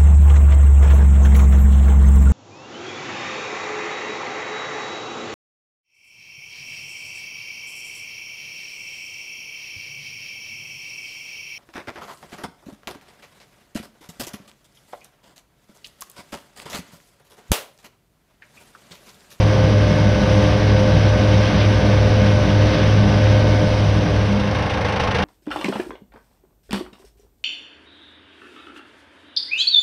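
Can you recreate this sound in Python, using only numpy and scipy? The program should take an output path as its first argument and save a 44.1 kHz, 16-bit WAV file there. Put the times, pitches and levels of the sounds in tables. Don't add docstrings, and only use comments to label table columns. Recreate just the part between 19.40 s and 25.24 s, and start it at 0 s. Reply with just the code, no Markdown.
import sys
import numpy as np
from scipy import signal
from scipy.fft import rfft, irfft, next_fast_len
from scipy.io import wavfile
from scipy.ndimage import uniform_filter1d

SR = 44100
rng = np.random.default_rng(int(sys.argv[2]) if len(sys.argv) > 2 else 0)


def level_to_linear(level):
    exponent = np.asarray(level, float) / 20
    return 10 ** exponent


def waveform_to_disk(signal):
    frames = np.transpose(np.atleast_2d(signal))
    scaled = np.clip(frames, -1, 1) * 32767
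    samples = np.round(scaled).astype(np.int16)
    wavfile.write(sys.argv[1], SR, samples)


N = 257544
T = np.arange(N) / SR

# t/s, rate/Hz
BLADE_RATE = [(0.0, 104.41), (0.3, 104.25), (0.6, 103.79), (0.9, 103.62), (1.2, 104.07), (1.5, 103.66),
              (1.8, 104.21), (2.1, 104.11), (2.4, 104.28), (2.7, 103.81), (3.0, 103.96), (3.3, 104.3),
              (3.6, 104.86), (3.9, 104.32), (4.2, 104.43), (4.5, 103.45), (4.8, 103.41), (5.1, 104.44)]
DISC, REAR, GEAR, CRANK, FAN = 1 / 2, .48534, .48187, .32673, .60865
# multiple of its turning rate, level/dB
DISC_TONES = [(1, -44), (4, -34), (6, -39.5), (7, -44), (8, -37.5), (12, -41.5), (14, -41.5), (16, -48),
              (20, -42.5), (21, -46.5), (22, -46), (28, -54), (30, -48.5), (31, -48), (32, -49),
              (40, -51.5), (42, -45)]
REAR_TONES = [(6, -44), (8, -45)]
GEAR_TONES = [(6, -30), (12, -30), (13, -52), (18, -41), (19, -44), (24, -45.5), (25, -53), (27, -50.5),
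              (29, -61), (30, -40), (38, -48), (76, -52)]
CRANK_TONES = [(1, -52), (4, -35.5)]
FAN_TONES = [(2, -37.5), (3, -34), (4, -38.5), (7, -45)]
# t/s, mower level/dB, rotor level/dB
DISSOLVE = [(4.1, -1, -41.5), (4.4, -2, -21), (4.8, -3.5, -12.5), (5.2, -8.5, -5), (5.5, -14, -3),
            (5.7, -17, -1.5), (5.84, -37, -0.5)]
# f/Hz, level/dB
ROAR = [(20, -15.5), (45, -13), (88, -3.5), (104, -7), (130, -4.5), (205, -10.5), (240, -11.5),
        (357, -14.5), (480, -14), (520, -13), (669, -15), (1300, -29.5), (1690, -52), (2860, -120)]
# f/Hz, level/dB
RUSH = [(530, -34), (900, -4.5), (995, -10), (1180, -5.5), (1300, -9.5), (1550, -6.5), (1780, -6),
        (2110, -6.5), (2290, -7.5), (3100, -7.5), (4110, -13), (5800, -14.5), (16000, -19)]
# f/Hz, share
LOAD_SHARE = [(4500, 1), (7500, 0)]
# f/Hz, width/Hz, level/dB
PANELS = [(222.7, 18, -37), (307, 25, -38), (513, 44, -37.5), (594.5, 21, -39), (1584, 180, -39.5),
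          (2140, 100, -46.5), (3780, 45, -51.5), (4930, 90, -50.5)]
# f/Hz, level/dB
SWEEP = [(20, -14), (86, -2.5), (169, -2), (368, -15), (470, -2.5), (613, -11), (763, -4), (949, -11.5),
         (2830, -17.5), (4000, -26), (6000, -31), (9500, -29), (11000, -36), (16000, -37)]
# f/Hz, width/Hz, lift/dB
HOUSING = [(495, 84, 4), (750, 50, -1), (858, 34, 5.5), (1079, 71, 8), (1630, 46, 6), (1835, 50, 5),
           (2143, 45, 6), (2790, 55, 6), (3680, 40, 8)]
# strength/dB, fall time/share of a stroke
ARMS = [(1.2, 0.33), (-0.3, 0.3), (-.6, 0.22), (-.8, 0.22)]
# f/Hz, depth
STROKE_DEPTH = [(100, .15), (600, 0.2), (2000, 0.55), (4500, 1.05), (9000, 1.2)]
# f/Hz, share
REPEAT = [(100, .55), (900, .6), (2000, .55), (5000, .35)]
# f/Hz, level/dB
ROTOR_TONES = [(80.1, -28), (100.8, -39), (160.2, -42), (201.6, -29.5), (302.5, -48), (604.7, -38)]
# f/Hz, level/dB
MICROPHONE = [(6000, 0), (6400, -10), (7000, -19.5), (7500, -21.5), (9100, -18), (9700, -21.5),
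              (11000, -21), (12000, -32), (13500, -33), (14300, -50)]
# t/s, change/dB, length/s
FRONT_SWELLS = [(.55, -5, .08), (.815, -8.5, 0.17), (1.05, -1.5, .3), (1.78, -3, 0.045), (2.15, -6, 0.11),
                (2.41, -7, .07), (2.75, 2.5, .2), (3.09, -8, 0.077), (3.2, 2, .1), (3.34, -9, .1),
                (3.62, 1.5, .15), (3.98, 3, .3), (4.21, -6, .12), (4.67, -3, .1), (5.1, -4, .35), (5.4, -5, .2)]
# t/s, change/dB, length/s
REAR_SWELLS = [(.33, 10, .12), (.52, 7, .08), (.68, 13, 0.081), (.82, 9, 0.11), (.98, 11, 0.14), (1.4, 8.5, .3),
               (1.76, 6, .08), (1.95, 9, .2), (2.17, 8.5, .2), (2.48, 9, .2), (2.86, 15, 0.16), (3.08, 7.5, 0.2),
               (3.65, 10, 0.46), (4.22, 7, 0.18), (4.54, 9, .1), (4.98, 13, 0.47)]
# t/s, change/dB
BUMPS = [(.06, 12), (.25, 16), (.36, 13.5), (.53, 19), (.62, 12), (.92, 15), (1.1, 12), (1.43, 8),
         (1.56, 18), (1.95, 15), (2.16, 16), (2.41, 12), (2.7, 10), (2.93, 5), (3.09, 11), (3.37, 14),
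         (3.47, 12), (3.57, 13), (3.7, 9), (3.82, 14), (4.05, 7), (4.25, 14), (4.47, 13), (4.57, 12),
         (4.68, 17), (5.1, 17)]
# t/s, change/dB, length/s
STRAIN = [
    (1.01, 4, 0.22),
    (1.42, 5, .25),
    (1.61, -6, .08),
    (1.93, 1, .2),
    (2.2, -1.5, .3),
    (2.62, -2, .1),
    (2.78, 1.5, .2),
    (3.6, -4, 0.18),
    (4.7, -3.5, 0.81),
]
# t/s, change/dB, length/s
CLUMPS = [(.1, 0.5, .12), (.91, 2.5, 0.088), (1.07, 3, 0.2), (1.25, 1.5, 0.24), (1.62, 1.5, .25),
          (2.05, 3, 0.39), (2.21, 4, 0.12), (2.34, 2, 0.1), (2.55, 1.5, .3), (2.87, 1.5, .2),
          (3.1, 1, 0.22), (3.36, 3, 0.47), (3.87, 2, .2), (4.4, 0, 0.25)]
# t/s, change/dB, length/s
GUSTS = [
    (.05, 1.5, .2),
    (.98, 2, .4),
    (1.35, -1, .2),
    (2.2, -1.5, .12),
    (4.4, 1, .5),
]


def evened(x):
    return x / np.sqrt(np.mean(x ** 2) + 1e-20)


def read(points, hz):
    f, value = np.transpose(points)
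    return np.interp(np.log(hz + 1), np.log(f + 1), value)


def curves(rows):
    s, *columns = np.transpose(rows)
    return [np.interp(T, s, column) for column in columns]


def swells(rows):
    return sum(db * np.exp(-2 * (2 * (T - s) / length) ** 2) for s, db, length in rows)


def colour(x, gain):
    size = next_fast_len(N)
    return irfft(rfft(x, size) * gain(np.fft.rfftfreq(size, 1 / SR)), size)[:N]


def noise_through(x, spectrum):
    return colour(x, lambda f: level_to_linear(read(spectrum, f)))


def bell(f, hz, width_hz):
    return 1 / (1 + (2 * (f - hz) / width_hz) ** 2)


def ringing(hz, width_hz):
    return evened(colour(rng.standard_normal(N), lambda f: bell(f, hz, width_hz)))


def drift(rate_hz):
    coarse = np.arange(0, N / SR, 1 / 200)
    rates = rate_hz * np.geomspace(1 / 10, 1, num=12)
    slow = sum(np.sin(2 * np.pi * (f * coarse + rng.random())) / np.sqrt(f) for f in rates)
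    return np.interp(T, coarse, evened(slow))


def field(x, db):
    hz, s, z = signal.stft(x, SR, nperseg=256, noverlap=192)
    return signal.istft(z * level_to_linear(db(hz[:, None], s)), SR, nperseg=256, noverlap=192)[1][:N]


def tone(turns):
    return np.sqrt(2) * np.sin(2 * np.pi * (turns + rng.random()))


def shaft(turns, tones, waver_db, rate_hz):
    return sum(level_to_linear(db + waver_db * drift(rate_hz)) * tone(k * turns) for k, db in tones)


def roar():
    return level_to_linear(-21 + 0.26 * drift(9)) * evened(noise_through(rng.standard_normal(N), ROAR))


def rotor_strokes(rotor_hz):
    first_arm_s = 5.3
    rise = 0.15
    strokes = (T - first_arm_s) * 4 * rotor_hz + rise
    number, u = np.floor(strokes).astype(int), strokes % 1
    strength_db, fall = np.array(ARMS)[number % 4].T
    strength_db = strength_db + .45 * rng.standard_normal(400)[number]
    attack = np.minimum(u / rise, 1) ** 2
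    decay = np.exp(-np.maximum(u - rise, 0) / fall)
    power = level_to_linear(2 * strength_db) * attack * decay
    return 10 * np.log10(.03 + uniform_filter1d(power, size=120))


def rotor():
    rotor_hz = 6.669
    one_turn = rng.standard_normal(round(SR / rotor_hz))
    same = colour(np.resize(one_turn, N), lambda f: np.clip(read(REPEAT, f), 0, 1))
    fresh = colour(rng.standard_normal(N), lambda f: np.sqrt(1 - np.clip(read(REPEAT, f), 0, 1) ** 2))

    def housing_db(f):
        return sum(db * bell(f, hz, width_hz) for hz, width_hz, db in HOUSING)
    grass = colour(same + fresh, lambda f: level_to_linear(read(SWEEP, f) + housing_db(f)))
    stroke_db = rotor_strokes(rotor_hz)
    stroke_db = stroke_db - stroke_db.mean()
    swept = field(grass, lambda hz, s: read(STROKE_DEPTH, hz) * np.interp(s, T, stroke_db))
    return level_to_linear(-19.5) * evened(swept) + shaft(T, ROTOR_TONES, 1.8, 2.5)


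def panels():
    return sum(level_to_linear(db) * ringing(hz, width_hz) for hz, width_hz, db in PANELS)


def thrum(passes):
    start = rng.random()
    beat_start = -0.17
    fan = level_to_linear(-25.5) * np.sin(2 * np.pi * (FAN * passes + start))
    crank = level_to_linear(-31) * np.sin(2 * np.pi * (2 * CRANK * passes + start + beat_start))
    return np.sqrt(2) * (fan + crank)


def shafts(passes):
    discs = shaft(DISC * passes, DISC_TONES, 2.45, 9) + shaft(REAR * passes, REAR_TONES, 2.3, 8.2)
    gearbox = shaft(GEAR * passes, GEAR_TONES, 1.46, 9)
    tractor = shaft(CRANK * passes, CRANK_TONES, 0.65, 3) + shaft(FAN * passes, FAN_TONES, 1.9, 2.7)
    return discs + gearbox + tractor


def hood_boom():
    boom = ringing(159.0, 9)
    boom = boom / (0.25 + uniform_filter1d(abs(boom), size=900))
    bump_s = 0.11
    boom_db = -35.5 + swells([(s, db, bump_s) for s, db in BUMPS])
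    return level_to_linear(boom_db) * evened(boom)


def cutting(passes):
    snap_strength = level_to_linear(2.2 * np.minimum(rng.exponential(size=N), 5))
    snap_happens = rng.random(N) < 3000 / SR
    snaps = snap_strength * snap_happens * rng.standard_normal(N)
    stems = rng.standard_normal(N) + 0.38 * evened(snaps)
    flicker = evened(uniform_filter1d(rng.standard_normal(N), size=700))
    pulsing = 1 + .09 * np.cos(2 * np.pi * passes) + .07 * np.cos(4 * np.pi * passes)
    load_db = swells(CLUMPS)
    air_db = .2 * load_db + .3 * drift(3.06) - .1 * T + swells(GUSTS)
    load_db, air_db = load_db - load_db.mean(), air_db - air_db.mean()

    def level_db(hz, s):
        share = read(LOAD_SHARE, hz)
        swell = share * np.interp(s, T, load_db) + (1 - share) * np.interp(s, T, air_db)
        patches = uniform_filter1d(rng.standard_normal(swell.shape), size=16, axis=1)
        patches = uniform_filter1d(patches, size=5, axis=0)
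        return swell + 0.68 * evened(patches)
    rush = field(stems * pulsing * level_to_linear(0.61 * flicker), level_db)
    return level_to_linear(-27.5) * evened(noise_through(rush, RUSH))


def whine(passes):
    return level_to_linear(-25.7 + swells(STRAIN) + .8 * drift(6.9)) * tone(5 * passes)


def blade_hum(passes):
    cancel_s = 1.793
    beat = 3.15 * (T - cancel_s)
    front = level_to_linear(-15.7 + swells(FRONT_SWELLS)) * np.sin(2 * np.pi * passes)
    rear = level_to_linear(-28.5) * np.sin(2 * np.pi * (passes - beat))
    rear_hum = level_to_linear(-30.5 + swells(REAR_SWELLS) + 2 * np.cos(2 * np.pi * beat)) * tone(4 * REAR * passes)
    return np.sqrt(2) * (front - rear) + rear_hum


def scene():
    passes = np.cumsum(curves(BLADE_RATE)[0]) / SR
    mower_db, rotor_db = curves(DISSOLVE)
    machine = roar() + panels() + thrum(passes) + shafts(passes) + hood_boom()
    mower = machine + cutting(passes) + whine(passes) + blade_hum(passes)
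    return (level_to_linear(rotor_db) * rotor() + level_to_linear(mower_db) * mower)[None]


def top_cut(x):
    return signal.sosfilt(signal.butter(12, 15000, fs=SR, output="sos"), x)


def record(dry):
    rounded = 1.257 * np.tanh(dry[0] / 1.144)
    heard = noise_through(rounded, MICROPHONE)
    return top_cut(heard[None])


dry = scene()
out = record(dry)
waveform_to_disk(out)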